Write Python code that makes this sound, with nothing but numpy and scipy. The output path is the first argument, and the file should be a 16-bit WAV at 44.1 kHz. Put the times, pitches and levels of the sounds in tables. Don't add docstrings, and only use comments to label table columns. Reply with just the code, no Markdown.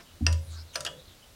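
import sys
import numpy as np
from scipy import signal
from scipy.fft import rfft, irfft
from scipy.io import wavfile
from scipy.ndimage import uniform_filter1d

SR = 44100
rng = np.random.default_rng(int(sys.argv[2]) if len(sys.argv) > 2 else 0)


def unload_audio(sound):
    columns = np.transpose(np.atleast_2d(sound))
    steps = np.round(np.clip(columns, -1, 1) * 32767)
    wavfile.write(sys.argv[1], SR, steps.astype(np.int16))


N = 59535


def amp(db):
    return 10 ** (np.asarray(db) / 20)


def unit_rms(x):
    return x / np.sqrt(np.mean(x ** 2) + 1e-20)


def lookup(points, hz, column=1):
    table = np.array(points)
    return np.interp(np.log(hz + 1), np.log(table[:, 0] + 1), table[:, column])


def add(mix, start_s, sound):
    at = round(start_s * SR)
    sound = sound[max(-at, 0):]
    part = mix[max(at, 0):][:len(sound)]
    part += sound[:len(part)]


def noise(shape):
    size = 2 ** 16
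    spectrum = rfft(rng.standard_normal(size)) * shape(np.fft.rfftfreq(size, 1 / SR))
    return unit_rms(irfft(spectrum))[:N]


def rub(length_s, mid_hz, glide_oct_per_s, width_hz, level_db, grain_db):
    grain_s = 0.0022
    t = np.arange(0, length_s, 1 / SR)
    real, imag, roughness = rng.standard_normal((3, N))
    pole = np.exp(-np.pi * width_hz / SR)
    baseband = signal.lfilter([1], np.poly([pole, pole]), real + 1j * imag)
    settled = baseband[N // 2:][:len(t)]
    hz = mid_hz * 2 ** (glide_oct_per_s * (t - length_s / 2))
    friction = (settled * np.exp(2j * np.pi * np.cumsum(hz) / SR)).real
    grain = amp(grain_db * unit_rms(uniform_filter1d(roughness, round(grain_s * SR))))[:len(t)]
    return amp(level_db) * np.sin(np.pi * t / length_s) * unit_rms(friction * grain)


def sliding_metal():
    # start in s, length in s, resonance in Hz, glide in octaves/s, width in Hz, level in dB.
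    strokes = [(-.02, 0.075, 5340, 0.5, 1500, -62), (-.02, 0.045, 1852, 0, 2660, -51.5),
               (0.042, .1, 2970, -0.5, 402, -61.5), (0.394, .16, 9660, -1.5, 1800, -61),
               (0.459, .19, 4170, 0.6, 800, -54.5), (0.482, 0.11, 6820, -4, 2170, -56),
               (0.507, 0.12, 1414, 2, 440, -58), (0.557, 0.081, 5110, 1, 690, -52.5),
               (0.675, 0.061, 4000, -3, 600, -57), (0.729, 0.0445, 6110, -3.5, 900, -50),
               (0.73, 0.043, 2968, -3, 1520, -48.5), (0.733, .06, 9070, -1, 1000, -49.5),
               (0.963, 0.081, 3830, 1.5, 405, -57.5), (1.03, .15, 3685, -4, 900, -58.5),
               (1.218, .045, 3060, 0.5, 300, -56)]
    out = np.zeros(N)
    for start_s, *stroke in strokes:
        add(out, start_s, rub(*stroke, grain_db=2))
    return out


def room_hiss():
    # frequency in Hz, relative density in dB.
    spectrum = [(15, -39), (25, 1), (70, -1), (141, -6), (363, -11), (439, -12), (545, -11), (887, -15),
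                (2550, -18.5), (2990, -18), (3720, -16), (16000, -28)]
    return amp(-55.5) * noise(lambda hz: amp(lookup(spectrum, hz)))


def handling_rumble():
    # start in s, length in s, resonance in Hz, glide in octaves/s, width in Hz, level in dB.
    strokes = [(0.108, 0.098, 78.6, 0.21, 30, -55.5), (.77, 0.1, 138.7, 0.19, 14, -53.5),
               (.86, 0.19, 152.6, -0.056, 41, -55), (.87, 0.157, 510, -0.73, 38, -53),
               (1.056, 0.072, 79, 0, 17, -54.5), (1.25, 0.094, 65.3, 0, 11, -55)]
    out = np.zeros(N)
    for start_s, *stroke in strokes:
        add(out, start_s, rub(*stroke, grain_db=-0.5))
    return out


def machine_boom(bump_s):
    # time in s, rms level in dB.
    envelope = [(.19, -101), (.224, -25.5), (.24, -25.5), (.33, -22), (.365, -26), (.435, -38.5),
                (.461, -53), (.487, -38.5), (.54, -39.5), (.605, -40.5), (.676, -49.5), (.72, -71),
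                (.75, -54.5), (.89, -57.5), (.93, -84)]
    boom_hz, sag_hz_per_s = 81.8, 2.2
    t = np.arange(N) / SR
    hz = boom_hz - sag_hz_per_s * (t - bump_s)
    level_db = np.interp(t, *np.transpose(envelope))
    return np.sqrt(2) * amp(level_db) * np.sin(2 * np.pi * np.cumsum(hz) / SR)


def ring(modes, tilt_db_per_oct=0):
    t = np.arange(N // 2) / SR
    return sum(amp(db + tilt_db_per_oct * np.log2(hz / 1000) - 60 * t / t60_s)
               * np.sin(2 * np.pi * hz * t) for hz, db, t60_s in modes)


def hand_bump():
    # frequency in Hz, level in dB, T60 in s.
    modes = [(107.7, -39.5, 0.97), (136.2, -36.5, 0.79), (187, -42.5, 0.69), (197.4, -34.5, 0.28),
             (235.2, -21.5, 0.14), (282.6, -30, 0.26), (397, -48, 0.038), (746, -39.5, 0.048)]
    rise_s = 0.0084
    t = np.arange(N // 2) / SR
    return np.minimum(t / rise_s, 1) * ring(modes)


def steel_click(rattle_s, crack_db, crack_tilt, body_db, body_tilt, *part_db):
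    # frequency in Hz, relative density in dB.
    crack_spectrum = [(100, -39), (300, -6.5), (600, 2.5), (820, -16), (1200, 1.5), (1650, 7), (2150, -5.5),
                      (2700, 1.5), (3700, -2.5), (5200, -3), (7000, -4.5), (9000, -11.5), (11000, -22.5),
                      (14000, -28), (16500, -45)]
    # mode frequency in Hz, relative level in dB, T60 in s.
    key = [(2710, -2.5, 0.021), (2700, -6, 0.047), (4420, -12, 0.041), (4884, -1, 0.051),
           (5004, -2.5, 0.046), (5710, -5, 0.046), (5710, -5.5, 0.021), (8250, -19.5, 0.1),
           (8750, -20, .08)]
    socket = [(1646, -7, 0.074), (2480, -4.5, 0.023), (4423, -5.5, 0.042), (5060, -3.5, 0.043),
              (5864, -7, 0.039), (6030, -14, 0.055), (8930, -14.5, 0.047), (13200, -14.5, 0.031),
              (14040, -17, .02)]
    jaw = [(1360, -6.5, 0.046), (3690, -9.5, 0.071), (4575, -2, 0.033), (4920, -9.5, 0.11),
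           (6570, -6.5, 0.043), (6650, -12, 0.016), (7860, -3, 0.013), (10040, -9.5, 0.022),
           (11120, -5, 0.012)]
    workpiece = [(2896, 1.5, 0.17), (3150, -2.5, 0.18), (3394, -10.5, 0.42), (3317, -7, 0.2)]
    lathe_body = [(449, -13.5, 0.22), (544.8, -9.5, 0.34), (603, -4.5, 0.25), (645.7, -5, 0.081),
                  (988, -8.5, 0.25), (1207, -4, 0.099), (1364, -7.5, 0.2), (1610, -4, 0.044),
                  (1763, -4, 0.097), (1858, 0, 0.089), (2112, -17.5, 0.23)]
    rise_s, body_rise_s = 0.00059, 0.0013
    clatter_db, clatter_s, clatter_top_hz = -10, 0.016, 7950
    grip_db, grip_s = -10.5, 0.0074
    t = np.arange(N // 2) / SR

    def colour(hz):
        return amp(lookup(crack_spectrum, hz) + crack_tilt * np.log2(hz / 4000 + 0.062))

    crack = noise(colour)[:len(t)] * np.exp(-(t / rattle_s) ** 2)
    dull_noise = noise(lambda hz: colour(hz) / (1 + (hz / clatter_top_hz) ** 4))[:len(t)]
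    clatter = amp(clatter_db) * np.exp(-t / clatter_s) * dull_noise
    grip = amp(grip_db) + (1 - amp(grip_db)) * np.exp(-(t / grip_s) ** 2)
    parts = sum(amp(db) * ring(modes) for db, modes in zip(part_db, (key, socket, jaw, workpiece)))
    body = amp(body_db) * (1 - np.exp(-t / body_rise_s)) * ring(lathe_body, body_tilt)
    attack = np.minimum(t / rise_s, 1)
    return attack * (amp(crack_db) * (crack + clatter) + grip * parts) + body


def workshop_echo(x):
    # frequency in Hz, gain in dB, T60 in s.
    bands = [(100, 6.5, 0.58), (350, 2.5, 0.41), (590, -2, 0.26), (845, 0.5, 0.17), (1510, -10, 0.28),
             (4200, -16, 0.33), (8600, -8, 0.28), (14800, -24, 0.22)]
    delay_s, reflections_per_s = 0.005, 4000
    taps = rng.choice([-1., 1.], N) * (rng.random(N) < reflections_per_s / SR)
    hz, t, spectra = signal.stft(unit_rms(taps), SR, nperseg=256)
    t60_s = lookup(bands, hz, column=2)[:, None]
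    decay = amp(lookup(bands, hz)[:, None] - 60 * t / t60_s)
    energy_norm = np.sqrt(2 * np.log(1000) / (t60_s * SR))
    tail = signal.istft(spectra * decay * energy_norm, SR, nperseg=256)[1]
    out = np.zeros(N)
    add(out, delay_s, signal.fftconvolve(x, tail)[:N])
    return out


def scene():
    # start in s, rattle length in s, crack gain in dB and tilt in dB/octave,
    # body gain in dB and tilt in dB/octave, then key, socket, jaw and workpiece gains in dB.
    contacts = [(0.2656, 0.004, -24, -1, -32.5, 2.5, -16.5, -31.5, -44, -37),
                (0.3262, 0.0069, -38, 6.5, -52, 0, -52, -59, -36, -44),
                (0.7559, 0.0027, -26.5, 1, -40, -2.5, -35, -29, -58, -40.5),
                (0.7573, 0.003, -29.5, -1, -39, -4, -44, -22.5, -53, -57),
                (.8060, 0.0056, -36, 8, -48, -1, -65, -59, -30, -64),
                (0.8495, 0.011, -36.5, 1, -48.5, -9.5, -48, -67, -26.5, -63),
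                (0.8636, 0.0055, -31, -0.5, -48, -7, -41, -36, -48, -27),
                (0.8721, 0.0079, -36.5, -4, -44.5, -3, -36.5, -45, -65, -34.5)]
    bump_s = 0.2085
    steel = np.zeros(N)
    for start_s, *contact in contacts:
        add(steel, start_s, steel_click(*contact))
    steel += sliding_metal()
    low = handling_rumble() + machine_boom(bump_s)
    add(low, bump_s, hand_bump())
    mix = steel + workshop_echo(steel) + low + room_hiss()
    return np.array([mix, mix])


def record(dry):
    # frequency in Hz, relative density in dB.
    hiss_spectrum = [(15, -43), (25, -1), (1790, -23.5), (3340, -33), (3620, -37), (4030, -33),
                     (6560, -23.5), (16000, -19)]
    hiss_db, cutoff_hz = -68, 16200
    hiss = np.array([noise(lambda hz: amp(lookup(hiss_spectrum, hz))) for _ in dry])
    lowpass = signal.firwin(511, cutoff_hz, window=("kaiser", 9), fs=SR)
    return signal.oaconvolve(dry + amp(hiss_db) * hiss, lowpass[None], "same")


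dry = scene()
out = record(dry)
unload_audio(out)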